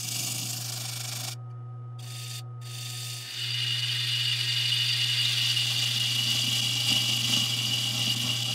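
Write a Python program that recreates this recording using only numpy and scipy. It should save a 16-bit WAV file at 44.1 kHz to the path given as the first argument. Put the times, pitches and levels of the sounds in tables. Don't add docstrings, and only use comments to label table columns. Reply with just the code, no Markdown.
import sys
import numpy as np
from scipy import signal
from scipy.fft import rfft, irfft, next_fast_len
from scipy.io import wavfile

SR = 44100
rng = np.random.default_rng(int(sys.argv[2]) if len(sys.argv) > 2 else 0)


def volts(x):
    e = np.asarray(x, float) / 20
    return 10 ** e


def transcribe(signal):
    frames = np.atleast_2d(signal).T
    limited = np.clip(frames, -1, 1)
    pcm = np.round(limited * 32767).astype(np.int16)
    wavfile.write(sys.argv[1], SR, pcm)


N = 376613
SIZE = next_fast_len(N, real=True)
HZ = np.fft.rfftfreq(SIZE, 1 / SR) + 1e-3
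T = np.arange(N) / SR

DISSOLVE_FROM_S, DISSOLVE_TO_S = 3.084, 3.58
# in_from_s, in_to_s, out_from_s, out_to_s
POSITIONS = [
    (-1, 0, .45, .8),
    (.45, .8, 1.7, 1.8),
    (1.7, 1.8, 3.2, 3.5),
    (3.2, 3.5, 5.2, 6.5),
    (5.2, 6.5, 9, 10),
]
POSITION_WEIGHTS = (1, 1, 1, 4, 4)

HUM_HZ, HUM_TURN, HUM_DB = (120.024, 119.991), (-.186, .445), (-39.2, -36.6)
HUM_SETTLES_DB, HUM_SETTLES_S = -3, .15
WHISTLE_HZ, WHISTLE_DB, WHISTLE_LOADED_DB = 1255.4, -57, -7.5
STUMBLE_S, STUMBLE_DB, STUMBLE_WIDTH_S = 2.035, -26, 0.016
# pitch_hz, width_hz, rms_db
WHINES = [(249, 54, -66), (552, 28, -71.5), (739, 33, -69), (1140, 50, -92.5), (6170, 200, -98),
          (1820, 80, -83), (2340, 150, -91), (2950, 200, -84), (3480, 200, -88.5), (5200, 200, -94.5)]
TONES_HZ = [361, 485, 754, 899, 1383]
# far_rms_db, close_rms_db
TONES_DB = [(-63.5, -62.5), (-67.5, -75), (-68.5, -91), (-76, -72.5), (-78, -94)]
# pitch_hz, level_db_per_hz
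BEARINGS = [(20, -16), (70, 3.5), (90, -11), (180, 0), (420, -1), (700, -4), (1050, -6.5), (1500, -8),
            (3000, -23.5), (4600, -27.5), (6500, -31.5), (10000, -32.5), (16000, -59)]
BEARINGS_DB = -64.5
SHOP_T60_S, SHOP_DB = 0.11, -29.5
TOP_HZ = 15770

# pitch_hz, width_hz, level_db
THUD = [
    [(148, 62, -0.5), (196, 37, 3.3), (254, 60, -1), (335, 21, -5)],
    [(94, 30, -4), (155.5, 92, -8), (213.6, 27.6, 0.5), (265, 41, -5), (344, 55, -15.5)],
]
# pitch_hz, width_hz, level_db
KNOCK = [
    [(601, 40, -1), (650, 110, -3), (745, 57, 2), (986, 61, -8.5), (1150, 105, -6)],
    [(437, 57, -2.5), (610, 51, 1.5), (799, 42, 4), (1004, 36, -2), (1113, 70, 2.5), (1342, 120, -0.5)],
]
THUD_IDLE_DB, KNOCK_IDLE_DB = -94, -72.5
# start_s, peak_db, knock_over_thud_db
JOLTS = [(6.347, -38, -5), (6.474, -33, -15), (6.916, -28, -5), (6.968, -45, 3), (7.113, -37, -8),
         (7.295, -34, -11), (7.367, -27, -7), (7.718, -39, -4), (7.984, -46, 6), (8.072, -34, 0),
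         (8.111, -35, -15), (8.163, -33, -16), (8.243, -33, -11), (8.459, -43, -4)]
JOLT_DB = 1
# centre_s, pitch_hz, peak_db, length_s
CHIPS = [(1.504, 3000, -62, .003), (1.513, 4580, -67, 0.0093), (1.506, 9150, -76, .01),
         (1.512, 6250, -75, .015), (5.256, 3800, -15.5, 0.0034), (1.3, 3700, -66, 0.014),
         (1.997, 3300, -45, 0.0091), (0.089, 5800, -25, .003), (5.4, 4500, -25, 0.0033),
         (4.04, 3550, -29, 0.02), (3.9, 3100, -29, 0.02)]

# time_s, swell_db per turn, ahead_turns (how far the swell runs ahead, in turns)
SPIN = [
    [(.13, 2.6, -.09), (.2, 1.2, -.1), (.4, 2., 0), (.55, 2.2, .3), (.85, 2.5, .27), (1.0, 4.3, .29),
     (1.3, 3.6, .25), (2.0, 1.5, .06), (3.1, 1., -.03)],
    [(3.2, 1.2, -.45), (5.4, .8, -.42), (8.5, .6, -.45)],
]
TURNS_PER_S = (25.5, 24.6)

# time_s, bite_db (shaving), load_db (thud of the rest)
ROUGHING = [
    (0.0, -40, -51.5),
    (.2, -38.5, -46),
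    (.3, -36.5, -43.5),
    (.4, -37.5, -45),
    (.6, -41.5, -52),
    (.9, -40, -55.5),
    (1.05, -41, -58),
    (1.29, -39, -53),
    (1.338, -46, -67),
    (1.352, -69, -67),
]
BRUSH = [
    (1.5, -80, -87),
    (1.516, -79, -80),
]
SHORT_PASS = [
    (1.995, -53, -66),
    (2.137, -46, -71),
    (2.359, -42, -69),
    (2.392, -43, -69),
]
LONG_PASS = [(2.617, -56.5, -75), (2.66, -49.5, -70), (2.8, -42.5, -68), (3.08, -40, -66.5),
             (3.25, -43, -65), (3.42, -36.5, -68), (3.58, -32.5, -68), (4.2, -30.5, -65.5), (5.1, -28, -58),
             (5.7, -30.5, -54), (6.2, -31.5, -48.5), (6.76, -30.5, -46.5), (7.2, -29.5, -49),
             (7.55, -31, -45), (8.54, -32, -47.5)]
ENTER_DB_PER_S, LEAVE_DB_PER_S = 2097, 893.5
TREBLE_LEAVES_DB_PER_S, REST_LEAVES_DB_PER_S = 199, 159
MEAN_BITE_DB = -35
LOW_FOLLOWS_HAND = 0.48
# centre_s, bite_db, load_db
SURGES = [(.18, 3, 0.7), (4.2, 0.5, -5), (4.38, 0, -3), (4.7, 0.5, 1), (5.2, 0, -1), (5.76, -0.5, 4.5),
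          (6.33, 1.4, 3.5), (6.56, 3.5, 0.8), (6.93, 3.5, 6.5), (7.12, 1, 5.5), (7.3, 2, 5.5), (7.39, 2, 3),
          (7.75, 1, 1.2), (8.0, 1.2, 4.5), (8.11, 1.5, -0.5), (8.27, 1, 5.5), (8.53, 0.1, 5)]
SURGE_S = 0.057
TREBLE_FOLLOWS, LOW_FOLLOWS, KNOCK_FOLLOWS = 0.92, 0.98, 1
# treble_db, low_middle_db, knock_over_thud_db
BALANCE = [
    (-1, -5.5, -7),
    (0, -0.5, 4),
    (7.5, -4, 3.5),
    (-1.5, 5.5, -1.5),
    (0, 1.5, -4.5),
]
# centre_s, change_db
SLIPS = [(0.082, 2.5), (0.123, 3), (0.194, 3), (.337, -6), (.716, -7), (.722, 2), (1.997, -3), (2.019, -10),
         (2.64, -4), (3.813, -4), (5.055, -5), (5.551, -7), (5.663, -5), (5.991, -10), (6.61, -9),
         (6.845, -5), (6.906, 4), (6.949, -3), (7.051, -2), (7.181, -5), (7.226, -6), (7.267, -5),
         (7.48, -2), (8.153, -10), (8.192, -7), (8.44, -8)]
SLIP_S = 0.003

# pitch_hz, width_hz, level_db
RINGS_FAR = [
    [(2284, 49, 2.5), (2840, 81, 2), (3450, 220, -4), (4100, 160, -5), (4560, 32, -10), (4820, 100, -1),
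     (6240, 96, -2), (7000, 61, -15), (6960, 82, 3.5), (7880, 250, -4.5), (9330, 80, -6.5),
     (10900, 130, -20), (11700, 46, -18), (13200, 190, -12.5)],
    [(1370, 71, -6), (2330, 150, 0.5), (2890, 54, 0), (3530, 250, -0.5), (4300, 37, -3), (4580, 190, 0),
     (5570, 70, 3), (6320, 75, -3), (7230, 240, 3.5), (7600, 100, -3), (8400, 220, -3), (11700, 120, -7.5),
     (12900, 88, -24)],
    [(1784, 27, 2), (2650, 230, 2.5), (2870, 76, 6.5), (3610, 60, 11.5), (4130, 50, -3), (4630, 91, -10),
     (5800, 88, -7.5), (6190, 69, -6), (7250, 120, -5.5), (8750, 63, -10), (8530, 79, -7),
     (9000, 130, -8.5)],
]
# pitch_hz, width_hz, level_db
RINGS_NEAR = [
    [(1645, 76, -21), (1870, 18, -12), (2050, 43, -15), (2440, 91, -13), (2524, 21, -11), (2760, 114, -11),
     (2910, 36, -3), (3343, 58, -6.5), (3560, 52, -2), (4640, 89, -12), (6100, 90, -22.5),
     (9120, 420, -24.5)],
    [(1582, 30, -17.5), (1810, 72, -21.5), (2020, 28, -13.5), (2300, 93, -10), (2849, 90, 1),
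     (3336, 59, -1), (4735, 130, -5), (5390, 53, -18), (6950, 53, -19.5), (10900, 150, -23),
     (11800, 140, -23)],
]
# pitch_hz, width_hz, level_db
STEEL = [
    [],
    [],
    [],
    [(2116, 36, -15), (3110, 93, -11), (3705, 40, -8), (3950, 37, -12), (4205, 73, -8.5), (4730, 18, -4.5),
     (5550, 40, -23), (6100, 60, -33), (7330, 63, -26)],
    [(3523, 98, -12), (3690, 33, -14), (4110, 28, -14), (4221, 35, -19), (5620, 50, -11), (5870, 47, -20),
     (6080, 37, -12), (6330, 54, -17), (6860, 37, -10.5), (7540, 140, -15), (8080, 60, -21),
     (9180, 110, -26.5), (12500, 150, -33)],
]
# pitch_hz, level_db_per_hz
HISS = [
    [(760, -44), (1300, -14), (2000, -15), (2860, -7.5), (3880, -9), (4880, -1), (12800, -11.5),
     (16000, -18)],
    [(760, -30), (1300, -15.5), (2020, -13), (2290, -27), (2600, -4), (5540, 0), (8520, -6.5),
     (16000, -12.5)],
    [(820, -58), (1400, -13.5), (3580, 2), (4000, -5), (4610, 7), (5210, -6.5), (9040, -12), (16000, -21)],
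    [(760, -39), (1300, -25), (2220, -25), (2860, 0.5), (3140, -17), (4680, -2), (5200, -15),
     (16000, -25.5)],
    [(760, -38), (1300, -23.5), (2550, -20.5), (2860, 3), (3110, -2.5), (4780, -8), (12200, -22.5),
     (16000, -29.5)],
]
HISS_DB = [-2, -3, -0.5, -6.5, -5]
# pitch_hz, width_hz, depth (0-1)
NOTCHES = [
    [(2210, 300, 0.7), (4030, 230, 0.6), (10300, 900, 0.15)],
    [(2070, 200, 0.75), (7270, 290, 0.9), (11100, 900, 0.35)],
    [(4000, 210, 0.47), (10700, 900, 0.43), (6660, 240, 0.2)],
    [(2640, 69, 0), (4260, 230, 0.56), (6470, 200, 0.5), (10100, 1150, 0.54), (15400, 6900, 0.68)],
    [(2534, 86, 0.7), (4320, 200, 0.5), (8000, 170, 0.4), (10160, 420, 0.33), (13100, 500, 0.3)],
]
PATCHES_HZ = [2300, 3400, 4800, 6200, 7600, 9500, 12000, 15000]

SING_HZ, SING_WANDER_HZ, SING_BEADS_DB = 2905, 12, 0.8
SING_DB = (-2.5, -3.5)
SING_FROM_S, SING_TO_S = 3.1, 3.4
# centre_s, change_db, length_s
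CHATTER = [(3.427, 8, 0.0098), (3.537, -3, 0.007), (3.546, 5.5, 0.0073), (3.627, 5, 0.012),
           (3.672, 4, 0.0088), (3.712, 6, 0.016), (3.83, 5, 0.0091), (4.061, -7, 0.006), (4.098, -2, 0.02),
           (4.129, 4.5, 0.011), (4.209, 1, 0.009), (4.286, 4, 0.017), (4.321, 4, 0.009),
           (4.375, -10.2, 0.015), (4.448, -11, 0.0059), (4.689, 3.6, 0.01), (4.725, 4, 0.0099),
           (4.82, 2, 0.022), (4.896, 4.5, 0.008), (5.03, 2.5, 0.012), (5.081, -11, 0.0063),
           (5.095, 3.1, 0.008), (5.202, 3.4, 0.016), (5.265, 0.5, 0.0057), (5.35, -7, 0.017),
           (5.51, 2, 0.018), (5.55, -10, 0.009), (5.57, 4.5, 0.02), (5.627, 1, 0.006), (5.738, -7.0, 0.014),
           (5.869, 0, 0.012), (5.956, -7, 0.01), (5.977, 2, 0.008), (6.017, 1.5, 0.017), (6.193, 4, 0.0082),
           (6.36, 2, 0.02), (6.421, 3, 0.0056), (6.736, -3, 0.013), (6.841, -5, 0.017), (6.91, 3.5, 0.014),
           (6.972, 4, 0.015), (7.043, -3, 0.018), (7.092, 5.5, 0.018), (7.141, 4, 0.0065),
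           (7.229, -8.8, 0.0062), (7.349, 6, 0.018), (7.421, 4.5, 0.015), (7.499, -7, 0.014),
           (7.54, 5, 0.011), (7.57, -4, 0.013), (7.742, 4.9, 0.017), (7.88, 5, 0.012), (7.954, -5.4, 0.02),
           (8.107, 3.5, 0.017), (8.15, -2, 0.018), (8.29, 4.2, 0.017), (8.395, -6.1, 0.015),
           (8.47, 0, 0.0088)]
CHATTER_WIDTH_HZ = 130
# centre_s, change_db, length_s
FLARES = [(3.516, 5.7, 0.018), (3.877, 3.4, 0.014), (4.425, 6, 0.006), (4.486, 6, 0.02), (4.865, 0, 0.01),
          (4.908, 3.2, 0.012), (5.19, 8, 0.013), (5.512, 3, 0.011), (5.803, 7, 0.016), (6.286, 5, 0.018),
          (6.42, 7, 0.012), (6.653, 4.4, 0.015), (6.908, 3, 0.018), (7.365, 5, 0.011), (7.403, 3, 0.013),
          (7.669, 6, 0.017), (8.102, 6.4, 0.01), (8.308, 2, 0.02)]
FLARE_HZ, FLARE_WIDTH_HZ = 4745, 120


def rms_one(x):
    return x / np.sqrt(np.mean(x ** 2) + 1e-20)


def in_time(rows):
    s, *columns = np.transpose(rows)
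    return [np.interp(T, s, column) for column in columns]


def bell(s, width_s):
    out = np.zeros(N)
    near = slice(max(int((s - 5 * width_s) * SR), 0), int((s + 5 * width_s) * SR))
    out[near] = np.exp(-.5 * ((T[near] - s) / width_s) ** 2)
    return out


def drift(rate_hz):
    count = N // 64 + 2
    hz = np.fft.rfftfreq(count, 64 / SR)
    slow = irfft(rfft(rng.standard_normal(count)) * (hz > 1) / (1 + (hz / rate_hz) ** 2))
    return np.interp(np.arange(N) / 64, np.arange(len(slow)), rms_one(slow))


def grains(per_s, spread_db):
    sizes = volts(spread_db * np.minimum(rng.exponential(1, N), 5)) * rng.choice([-1, 1], N)
    return rms_one(sizes * (rng.random(N) < per_s / SR))


def resonances(peaks):
    f = HZ[::16]
    response = 0
    for k, (hz, width, db) in enumerate(sorted(peaks)):
        response = response + (-1) ** k * volts(db) * 1j * f * width / (hz ** 2 - f ** 2 + 1j * f * width)
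    return np.interp(HZ, f, response)


def colour(points):
    hz, db = np.transpose(points)
    return volts(np.interp(np.log(HZ), np.log(hz), db))


def through(x, response):
    return irfft(rfft(x, SIZE) * response, SIZE)[:N]


def dissolve():
    progress = np.clip((T - DISSOLVE_FROM_S) / (DISSOLVE_TO_S - DISSOLVE_FROM_S), 0, 1)
    return .5 - .5 * np.cos(np.pi * progress)


def shop(x):
    age = np.arange(SR // 4) / SR
    dull = signal.lfilter([1], [1, -.6], rng.standard_normal(len(age)))
    tail = dull * volts(-60 * age / SHOP_T60_S) * (age > .003)
    return signal.fftconvolve(x, tail / np.sqrt(np.sum(tail ** 2)))[:N]


def hum(place):
    db = HUM_DB[place] + HUM_SETTLES_DB * np.exp(-T / HUM_SETTLES_S)
    return np.sqrt(2) * volts(db) * np.cos(2 * np.pi * (HUM_HZ[place] * T + HUM_TURN[place]))


def whistle():
    loaded = np.clip((ROUGHING[-1][0] - T) / .04 + 1, 0, 1)
    db = WHISTLE_DB + WHISTLE_LOADED_DB * loaded + STUMBLE_DB * bell(STUMBLE_S, STUMBLE_WIDTH_S)
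    level = np.sqrt(2) * volts(db + .6 * drift(8.))
    return level * np.sin(2 * np.pi * WHISTLE_HZ * T + .3 * drift(3.))


def whines(near):
    white = rng.standard_normal(N)
    out = 0
    for hz, width, db in WHINES:
        out = out + volts(db) * rms_one(through(white, resonances([(hz, width, 0)]) ** 2))
    for hz, (far_db, near_db) in zip(TONES_HZ, TONES_DB):
        waver = volts(far_db + (near_db - far_db) * near + 2.0 * drift(9.))
        out = out + np.sqrt(2) * waver * np.sin(2 * np.pi * hz * T + 1.0 * drift(7.6))
    return out


def motor():
    near = dissolve()
    bearings = volts(BEARINGS_DB) * rms_one(through(rng.standard_normal(N), colour(BEARINGS)))
    return (1 - near) * (hum(0) + whistle()) + near * hum(1) + whines(near) + bearings


def pressure(column, leave_db_per_s, follows=1):
    out = 0
    for contact in (ROUGHING, BRUSH, SHORT_PASS, LONG_PASS):
        early = np.maximum(contact[0][0] - T, 0)
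        late = np.maximum(T - contact[-1][0], 0)
        hand_db = MEAN_BITE_DB + follows * (in_time(contact)[column] - MEAN_BITE_DB)
        out = out + volts(hand_db - ENTER_DB_PER_S * early - leave_db_per_s * late)
    return out


def surges_db():
    return sum(np.outer([bite, load], bell(s, SURGE_S)) for s, bite, load in SURGES)


def slips_db():
    marks, around = np.zeros(N), np.arange(-1000, 1001) / SR
    for s, db in SLIPS:
        marks[int(s * SR)] = db
    return signal.fftconvolve(marks, np.exp(-.5 * (around / SLIP_S) ** 2), "same")


def balance_db():
    shares = np.array([weight * np.interp(T, fade, [0, 1, 1, 0])
                       for weight, fade in zip(POSITION_WEIGHTS, POSITIONS)])
    return np.transpose(BALANCE) @ (shares / shares.sum(axis=0))


def bite_db(lead_turns, depth):
    near, swell = dissolve(), []
    for table, per_s in zip(SPIN, TURNS_PER_S):
        swell_db, ahead = in_time(table)
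        angle = 2 * np.pi * (per_s * T + ahead + lead_turns)
        swell.append(depth * swell_db * (np.cos(angle) - 0.31 * np.cos(2 * angle + .25)))
    return (1 - near) * swell[0] + near * swell[1]


def rest():
    load, surge_db = pressure(column=1, leave_db_per_s=REST_LEAVES_DB_PER_S), surges_db()[1]
    thud_gain = load * volts(surge_db) + volts(THUD_IDLE_DB)
    knock_gain = load * volts(balance_db()[2] + KNOCK_FOLLOWS * surge_db) + volts(KNOCK_IDLE_DB)
    near = dissolve()
    lumps = drift(35.0)
    push = volts(bite_db(.12, .6 + 2.0 * near) + 0.6 * lumps) * grains(2500., 2.5)
    rap = volts(bite_db(0, 1.4) + .8 * lumps + .8 * drift(30.)) * grains(4000., 2.6)
    thud_band = 1 / (1 + (85 / HZ) ** 4)
    knock_band = 1 / (1 + (420 / HZ) ** 4) / (1 + (HZ / 1400) ** 4)
    out = 0
    for share, thud, knock in zip((1 - near, near), THUD, KNOCK):
        low = rms_one(through(push, resonances(thud) * thud_band))
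        middle = rms_one(through(rap, resonances(knock) * knock_band))
        out = out + share * (thud_gain * low + knock_gain * middle)
    return out


def jolts():
    out = 0
    for peaks, share in ((THUD[1], 0), (KNOCK[1], 1)):
        blows = np.zeros(N)
        for s, db, knock_db in JOLTS:
            blows[int(s * SR)] = volts(db + JOLT_DB + share * knock_db)
        response = resonances([(hz, 1.6 * width, db) for hz, width, db in peaks])
        response = response / (1 + 1j * HZ / 900) / (1 + (110 / HZ) ** 4)
        out = out + through(blows, response / np.abs(irfft(response, SIZE)).max())
    return out


def chips():
    out = np.zeros(N)
    for s, hz, db, length in CHIPS:
        out += volts(db) * np.exp(-(2 * (T - s) / length) ** 2) * np.sin(2 * np.pi * hz * T)
    return out


def singing():
    share = sum(volts(db) * np.sqrt(np.interp(T, fade, [0, 1, 1, 0])) for db, fade in zip(SING_DB, POSITIONS[3:]))
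    share = np.where(T < 4, volts(SING_DB[0]) * np.interp(T, (SING_FROM_S, SING_TO_S), [0, 1]), share)
    turns = np.cumsum(SING_HZ + SING_WANDER_HZ * drift(7.66) + 11.1 * drift(22.7)) / SR
    uneven_db = 0.94 * surges_db()[0] + slips_db() + SING_BEADS_DB * drift(11.0) + 0.67 * drift(34.0)
    level = pressure(column=0, leave_db_per_s=LEAVE_DB_PER_S) * volts(uneven_db)
    return share * level * np.sin(2 * np.pi * turns)


def patchy(x, depth_db):
    spectrum, out = rfft(x, SIZE), 0
    for hz, share in zip(PATCHES_HZ, np.eye(len(PATCHES_HZ))):
        band = irfft(spectrum * np.interp(HZ, PATCHES_HZ, share), SIZE)[:N]
        out = out + band * volts(depth_db * min(hz / 7000, 1) * drift(67.0))
    return out


def torn_fibres():
    uneven_db = bite_db(0, 0.99) + slips_db() + 0.1 * drift(11.0) + .5 * drift(75.0)
    tear, rasp = (rfft(volts(uneven_db + 0.22 * drift(37.9)) * grains(14000., spread_db=2.5), SIZE)
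                  for _ in range(2))
    core = (HZ > 2200) & (HZ < 5500)
    sound = 0
    for rings, steel, hiss, hiss_db, notches, fade in zip(RINGS_FAR + RINGS_NEAR, STEEL, HISS, HISS_DB,
                                                          NOTCHES, POSITIONS):
        damped = [(hz, width * (1 + (hz / 9000) ** 3), db) for hz, width, db in rings + steel]
        dead = 1
        for hz, width, depth in notches:
            dead = dead * (1 - min(depth, 3 / 4) / (1 + (2 * (HZ - hz) / width) ** 2))
        ringing = dead * resonances(damped)
        hissing = dead * colour(hiss) * volts(hiss_db)
        power = np.sum((abs(ringing) ** 2 + hissing ** 2)[core]) / len(HZ)
        share = np.sqrt(np.interp(T, fade, [0, 1, 1, 0]))
        sound = sound + share * irfft(tear * ringing + rasp * hissing, SIZE)[:N] / np.sqrt(power)
    return patchy(sound, depth_db=2.05)


def shaving():
    sound = torn_fibres()
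    treble = through(sound, 1 / (1 + (5600 / HZ) ** 8))
    low = through(sound, 1 / (1 + (HZ / 2150) ** 12))
    middle = sound - treble - low
    (treble_db, low_db, _), surge_db = balance_db(), surges_db()[0]
    level = pressure(column=0, leave_db_per_s=LEAVE_DB_PER_S)
    bright = pressure(column=0, leave_db_per_s=LEAVE_DB_PER_S + TREBLE_LEAVES_DB_PER_S)
    rub = pressure(column=0, leave_db_per_s=LEAVE_DB_PER_S, follows=LOW_FOLLOWS_HAND)
    return (level * volts(surge_db) * middle + rub * volts(low_db + LOW_FOLLOWS * surge_db) * low
            + bright * volts(treble_db + TREBLE_FOLLOWS * surge_db) * treble)


def chattering(cut):
    out = cut
    for hz, width_hz, dashes in ((SING_HZ, CHATTER_WIDTH_HZ, CHATTER), (FLARE_HZ, FLARE_WIDTH_HZ, FLARES)):
        mode = through(cut, 1 / (1 + ((HZ - hz) / width_hz) ** 4))
        change_db = sum(db * bell(s, length) for s, db, length in dashes)
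        out = out + mode * (volts(change_db) - 1)
    return out


def scene():
    behind = motor() + rest() + jolts() + chips()
    cut = chattering(shaving() + singing())
    return (cut + volts(SHOP_DB) * shop(cut) + behind)[None]


def low_pass(x):
    return signal.sosfilt(signal.butter(12, 16690, fs=SR, output="sos"), x)


def record(dry):
    mix = through(dry[0], np.clip((TOP_HZ - HZ) / 100, 0, 1))[None]
    return low_pass(mix)


dry = scene()
out = record(dry)
transcribe(out)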